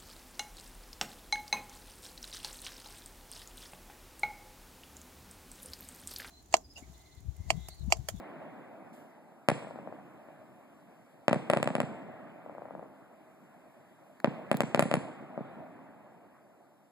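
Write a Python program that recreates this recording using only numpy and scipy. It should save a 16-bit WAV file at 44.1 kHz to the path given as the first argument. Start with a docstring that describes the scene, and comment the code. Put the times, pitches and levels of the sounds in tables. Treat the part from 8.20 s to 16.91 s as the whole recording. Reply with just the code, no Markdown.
"""A faint roll of echoes hangs over a town at night, then a firework shell cracks close by. Near salvos
and dull far pops follow, each a pressure jump with a fizz of sparks, and each feeds the long roll.
Every blast reaches the microphone's two ports straight, off the ground and off nearby walls; the
streets scatter it further. Faint hiss and three small ticks sit right at the microphone.
The recorder subtracts each port, delayed, from the other to aim left and right."""
import sys
import numpy as np
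from scipy import signal
from scipy.fft import rfft, irfft
from scipy.io import wavfile
from scipy.ndimage import uniform_filter1d

SR = 44100
rng = np.random.default_rng(int(sys.argv[2]) if len(sys.argv) > 2 else 0)


def wav_record(signal):
    """Record a signal, one row per channel, as 16-bit PCM in the file named by sys.argv[1]."""
    frames = np.transpose(np.atleast_2d(signal))
    bounded = np.clip(frames, -1, 1)
    # unit amplitude maps onto the largest positive 16-bit level
    quanta = np.round(bounded * 32767).astype(np.int16)
    wavfile.write(sys.argv[1], SR, quanta)


N = 384111

# Hiss around the microphone. Each row: time in seconds, level in dB.
HISS_DRIFT = [(0, -106), (1.4, -105.5), (2.9, -103.5), (3.7, -107.5), (5.2, -104.5), (5.95, -103.5),
              (6.8, -107.5), (8.71, -106.5)]
# Its colour. Each row: frequency in Hz, gain in dB.
HISS_SPECTRUM = [(500, 2.5), (3000, 5), (6000, -0.5), (8000, 3.5), (11000, 1.5), (13500, 3), (14900, -2),
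                 (15300, -24), (17000, -33.5)]
# Ticks at the microphone. Each row: start in seconds, level in dB, pitch in Hz, knock gain in dB.
CLOSE_TICKS = [(6.001, -41, 9100, -8), (6.349, -40, 9100, -30), (6.37, -26, 9300, -29)]
# Echoes rolling back from far off. Each row: frequency in Hz, gain in dB.
ROLL_SPECTRUM = [(30, -46), (60, -40), (110, -4), (200, 1), (300, -3), (420, -13.5), (520, -12.5),
                 (640, -8), (800, -14.5), (1000, -19.5), (1400, -24), (2000, -25), (3000, -34),
                 (5000, -55.5), (9000, -63)]
# Their decay. Each row: frequency in Hz, seconds to fall 60 dB.
ROLL_DECAY = [(110, 5.4), (230, 5.3), (650, 6.5), (1200, 5.9), (2000, 5), (4000, 4)]
# The roll still in the air from an earlier salvo. Each row: frequency in Hz, level in dB.
OPENING_ROLL = [(110, -52), (200, -47), (650, -48), (2000, -47.3)]
# A quick and a slow swell of the roll, for near and for far shells. 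Each row: level in dB, dB gained
# per dB of shell level, build-up in seconds, decay time factor, treble and bass lift in dB per octave.
NEAR_SWELLS = [(-52.3, .3, .13, .39, .3, .8), (-49.3, 1, .45, 1, 1.3, .2)]
FAR_SWELLS = [(-32.5, 1, .015, .11, -2, 3), (-35, 1, 1.8, 1.7, 1.6, .2)]
# Sound scattered off the streets. Each row: frequency in Hz, gain in dB.
STREET_SPECTRUM = [(60, -8.5), (200, -4.5), (600, -13), (2000, -13.5), (5000, -11.5), (12000, -9.5)]
# Its decay. Each row: frequency in Hz, seconds to fall 60 dB.
STREET_DECAY = [(100, 1), (300, 0.48), (1000, 0.65), (3000, 0.6945), (8000, 0.69), (14000, 0.01)]
# Its treble comes mostly from further walls. Each row: frequency in Hz, build-up in seconds.
STREET_BUILD_UP = [(200, 0.013), (1000, 0.011), (3000, 0.027), (6000, 0.04), (10000, 0.07)]
# Treble flashes off the nearest rough walls. Each row: delay in seconds, strength, width in seconds.
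WALL_FLASHES = [(0.011, 0.62, 0.0015), (0.0146, 3, 0.0022), (.0295, .9, .002)]
# Echo paths off the ground and off walls. Each row: delay in ms, gain in dB, signed factor,
# first port's lead in ms, extra loss at 10 kHz in dB.
GROUND_PATHS = [(1.5, -6.5, 0.73, 0.017, 43), (3.0, -7, 0.61, 0.017, 54.5), (5, -14.5, 1, 0.025, 31)]
WALL_PATHS = [(11.33, -10.5, -0.85, 0.022, 13), (14.89, -14.5, -0.91, -0.055, 5.4),
              (15.82, -21, 0.49, -0.077, 3), (28.58, -16, 0.94, -0.036, 11), (30.28, -13, -1.4, 0.12, 70),
              (30.85, -2, 0.94, 0.021, 310), (33.72, -3, -0.97, -.1, 390)]
# Distant shells. Each row: start in seconds, level in dB.
FAR_SHELLS = [(1.391, -47), (1.422, -38), (1.445, -40), (1.469, -37.5), (1.507, -37), (1.556, -37.5),
              (1.586, -39.5), (1.627, -47), (1.672, -34.5), (1.723, -36.5), (2.084, -43), (4.26, -39),
              (4.294, -37), (4.348, -39), (4.38, -36), (4.418, -36.5), (4.453, -38.5), (4.483, -47),
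              (4.506, -37), (4.549, -35), (4.592, -37.5), (4.626, -39.5)]
# The blast they all share: the last five columns of NEAR_SHELLS.
FAR_SHAPE = (175, .3, -10, -56, -18)
# Shells close by. Each row: start in seconds, level in dB, air loss at 10 kHz in dB, jump length in ms,
# then gains in dB for ground bounce, spark fizz and low push.
NEAR_SHELLS = [(1.285, -7.5, 19, .49, -4.5, -23.5, -5), (3.08, -8.5, 25.5, .47, -5, -38, -11.5),
               (3.128, -13, 26, .88, 6, -30, -10), (3.298, -12.5, 18, .73, 10, -24.5, -7),
               (3.333, -13, 27, .54, 3, -30, -10), (3.37, -17.5, 23, .66, 6.5, -30, -7),
               (3.427, -16, 13, .56, 0, -23.5, -6.5), (3.473, -16.5, 29, .53, -.5, -34, -6),
               (3.551, -17.5, 20, .72, 2, -31, -4), (3.601, -16, 20.5, .69, 3, -27, -5),
               (6.043, -11, 33, .67, -2, -46, -12), (6.313, -12, 20.5, .78, 2, -26.5, -8.5),
               (6.404, -12.5, 13, .69, 1.5, -26, -6), (6.545, -11, 17, .66, -.5, -33, -12.5),
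               (6.592, -9, 19, .69, 1.5, -19, -12.5), (6.623, -17.5, 15, .81, 4, -20, -9),
               (6.712, -17, 22, .73, 7, -32, -13.5), (6.738, -12, 16, .73, -3, -23.5, -8),
               (7.175, -27.5, 110, .48, 3, -60, -3)]
# How alike scattered sound is at the two ports. Each row: frequency in Hz, correlation.
PORT_LIKENESS = [(60, 1), (300, 0.99), (1000, 0.63), (2000, 0.1), (4000, .05)]
# The microphone's response to the bangs. Each row: frequency in Hz, gain in dB.
MIC_RESPONSE = [(30, -47), (70, -19.5), (140, 6.5), (250, 4.5), (400, -4), (520, 0.5), (650, 0), (900, -4),
                (1300, -6.5), (2500, 1.5), (4000, -4.5), (6000, -8.5), (8000, 4), (11000, 2), (16000, -15)]

RUSTLE_S, RUSTLE_DB, RUSTLE_RISE_S, RUSTLE_HOLD_S, RUSTLE_T60_S = .728, -95.5, .003, .03, .7
ROLL_PER_AIR_DB, ROLL_AIR_TOP_DB = .35, 35  # a more distant shell rolls more, up to this air loss
NEAR_WALL_DB, FAR_WALL_DB, WALL_PER_DB = -1.6, -7, -.17  # walls stand out more behind a weaker jump
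STRAIGHT_LEAD_MS = .16  # direct sound meets the first port earlier
AIM_DELAY_SAMPLES, TOP_HZ = 15, 16700


def gain_of(db):
    """Decibels to amplitude."""
    return 10 ** (np.asarray(db) / 20)


def read(points, hz):
    """Value of a table on a log-frequency axis."""
    f, value = np.transpose(points)
    return np.interp(np.log(hz + 1), np.log(f + 1), value)


def causal(db):
    """Minimum-phase response for gains in dB from 0 Hz to half the sample rate."""
    log_gain = np.log(gain_of(np.maximum(db, -100)))
    return np.exp(np.conj(signal.hilbert(np.r_[log_gain, log_gain[-2:0:-1]])))[:len(db)]


def filtered(sound, order, hz, kind):
    """Butterworth filter."""
    return signal.lfilter(*signal.butter(order, hz, kind, fs=SR), sound)


def add(mix, s, sound):
    """Mixes a sound in at s seconds."""
    part = mix[round(s * SR):][:len(sound)]
    part += sound[:len(part)]


def port_noise(db, size, alike):
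    """Noise at both ports from a bins x frames level field, with small drifting patches."""
    a, b, c, d, patches = rng.standard_normal((db.shape[1], db.shape[0], 5)).T
    patches = uniform_filter1d(uniform_filter1d(patches, 9, axis=0), 9, axis=1)
    first = a + 1j * b
    second = alike * first + np.sqrt(1 - alike ** 2) * (c + 1j * d)
    spectra = np.array([first, second]) * gain_of(db + 14 * patches)
    return signal.istft(spectra, nperseg=size, noverlap=size * 3 // 4)[1][:, :N]


def hiss():
    """Faint drifting hiss, unrelated at the two ports, that swells once in a brief rustle."""
    hz, t = np.fft.rfftfreq(1024, 1 / SR)[:, None], np.arange(N) / SR
    since = t - RUSTLE_S
    fall_db = 60 * np.maximum(since - RUSTLE_HOLD_S, 0) / RUSTLE_T60_S
    rustle = np.clip(since / RUSTLE_RISE_S, 0, 1) * gain_of(RUSTLE_DB - fall_db)
    drift = gain_of(np.interp(t, *np.transpose(HISS_DRIFT)))
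    colour = read(HISS_SPECTRUM, hz) + np.zeros(N // 256 + 5)
    return np.hypot(drift, rustle) * port_noise(colour, 1024, alike=0)


def ticks():
    """Bright clicks close to the microphone, a dull knock under them, stronger at the first port."""
    t, out = np.arange(400) / SR, np.zeros(N)
    for s, db, hz, knock_db in CLOSE_TICKS:
        snap = rng.standard_normal(400) * np.exp(-t / 0.00083)
        click = signal.lfilter([1], [1, -1.1 * np.cos(2 * np.pi * hz / SR), .3], snap)
        knock = filtered(rng.standard_normal(400), 2, [950, 2100], "band")
        knock *= 55 * gain_of(knock_db) * t / .001 * np.exp(-t / 0.00085)
        add(out, s, gain_of(db - 7.5) * (click + knock))
    return out * np.array([[1], [.4]])


def roll(far_shells):
    """Echoes from far across town: every shell feeds swells that each band drains at its own speed."""
    hz, t = np.fft.rfftfreq(1024, 1 / SR)[:, None], np.arange(N // 256 + 5) * 256 / SR
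    decay_db = 60 * t / read(ROLL_DECAY, hz)
    treble_octaves = np.log2(np.clip(hz, 900, 3000) / 900)
    bass_octaves = np.log2(450 / np.clip(hz, 180, 450))
    power = gain_of(read(OPENING_ROLL, hz) - decay_db) ** 2
    for shells, swells in (NEAR_SHELLS, NEAR_SWELLS), (far_shells, FAR_SWELLS):
        for roll_db, per_db, rise_s, stretch, treble_db, bass_db in swells:
            fed = np.zeros((1, len(t)))
            for s, level_db, air_db, *_ in shells:
                distance_db = ROLL_PER_AIR_DB * min(air_db, ROLL_AIR_TOP_DB)
                fed[0, round(s * SR / 256)] += gain_of(roll_db + per_db * level_db + distance_db) ** 2
            tilt_db = treble_db * treble_octaves + bass_db * bass_octaves
            swell = (1 - np.exp(-(t / rise_s) ** 2)) * gain_of(tilt_db - decay_db / stretch) ** 2
            power += abs(signal.fftconvolve(fed, swell, axes=1)[:, :len(t)])
    return port_noise(read(ROLL_SPECTRUM, hz) + 10 * np.log10(power), 1024, read(PORT_LIKENESS, hz))


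def streets():
    """Impulse response of the streets around: dense echoes, each band building and dying at its pace."""
    hz, t = np.fft.rfftfreq(128, 1 / SR)[:, None], np.arange(1000) * 32 / SR
    flashes = sum(size * np.exp(-((t - s) / width) ** 2) for s, size, width in WALL_FLASHES)
    build_up = np.clip(t / read(STREET_BUILD_UP, hz), .01, 1)
    envelope = build_up + flashes * np.clip(hz / 4000 - .4, 0, 1)
    level_db = read(STREET_SPECTRUM, hz) + 20 * np.log10(envelope) - 60 * t / read(STREET_DECAY, hz)
    return gain_of(-49) * port_noise(level_db, 128, read(PORT_LIKENESS, hz))


def air(hz, loss_db):
    """Air takes more treble the longer the path; loss_db is the loss at 10 kHz."""
    return causal(-abs(loss_db) * (hz / 10000) ** 1.03)


def blasts(shells, wall_db):
    """Each shell is a pressure jump with fizzing sparks. Rows: bare, then each port with its echoes."""
    t, hz = np.arange(4096) / SR, np.fft.rfftfreq(4096, 1 / SR)
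    bare, ports = np.zeros(N), np.zeros((2, N))
    delay_ms, path_db, factor, lead_ms, loss_db = np.transpose(GROUND_PATHS + WALL_PATHS)
    echoes = np.array([air(hz, loss) for loss in loss_db]) * (factor * gain_of(path_db))[:, None]
    phase_per_ms = -2j * np.pi * hz / 1000
    # every shell bursts at its own place, so echo delays and strengths differ a little
    scatter = rng.standard_normal((len(shells), 2, len(delay_ms)))
    for shell, (shift, swing) in zip(shells, scatter):
        s, level_db, air_db, length_ms, bounce_db, fizz_db, push_db = shell
        u = t * 1000 / length_ms
        jump = irfft(rfft((1 - u) * np.exp(-u)) * air(hz, air_db))
        sparks = filtered(rng.standard_normal(4096), 1, [5000, 11000], "band") * np.exp(-t / 0.0022)
        blast = gain_of(level_db + 7) * (jump / jump.max() + gain_of(fizz_db) * sparks)
        slow = t / 0.0017  # the swelling gas ball adds a longer, lower push
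        blast += gain_of(level_db + push_db) * np.e * slow * (2 - slow) * np.exp(-slow)
        add(bare, s + .0016, blast)
        echo_db = [bounce_db] * len(GROUND_PATHS) + [wall_db + WALL_PER_DB * level_db] * len(WALL_PATHS)
        gains = gain_of(echo_db + 2.8 * swing)
        for port in (0, 1):
            arrival_ms = delay_ms * (1 + 0.0083 * shift) + port * lead_ms
            reflected = gains @ (echoes * np.exp(phase_per_ms * arrival_ms[:, None]))
            straight = np.exp(phase_per_ms * port * STRAIGHT_LEAD_MS)
            add(ports[port], s + 0.00181, irfft(rfft(blast) * (straight + reflected)))
    return np.vstack([bare, ports])


def scene():
    """The display as it is heard at the two ports, down among the streets."""
    far_shells = [row + FAR_SHAPE for row in FAR_SHELLS]
    # a grazing path over the ground cancels the low mids of far shells
    far = gain_of(5.8) * filtered(blasts(far_shells, FAR_WALL_DB), 2, 560, "high")
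    salvos = blasts(NEAR_SHELLS, NEAR_WALL_DB) + far
    bare, ports = salvos[:1], salvos[1:]
    bangs = ports + signal.fftconvolve(bare, streets(), axes=1)[:, :N]
    capsule = irfft(causal(read(MIC_RESPONSE, np.fft.rfftfreq(4096, 1 / SR))))[None]
    return signal.oaconvolve(bangs, capsule, axes=1)[:, :N] + roll(far_shells) + hiss() + ticks()


def record(dry):
    """Each side is one port minus the other delayed; loud peaks round off and the top treble is cut."""
    ports = dry * gain_of([[0], [-2.2]])  # the second port is a little weaker
    opposite = np.pad(ports[::-1], ((0, 0), (AIM_DELAY_SAMPLES, 0)))[:, :N]
    aimed = ports - gain_of(0.32) * opposite
    rounded = 0.59 * np.tanh(aimed / .6)
    low_pass = signal.firwin(511, TOP_HZ, window=("kaiser", 9), fs=SR)
    return signal.oaconvolve(rounded, low_pass[None], "same")


dry = scene()
out = record(dry)
wav_record(out)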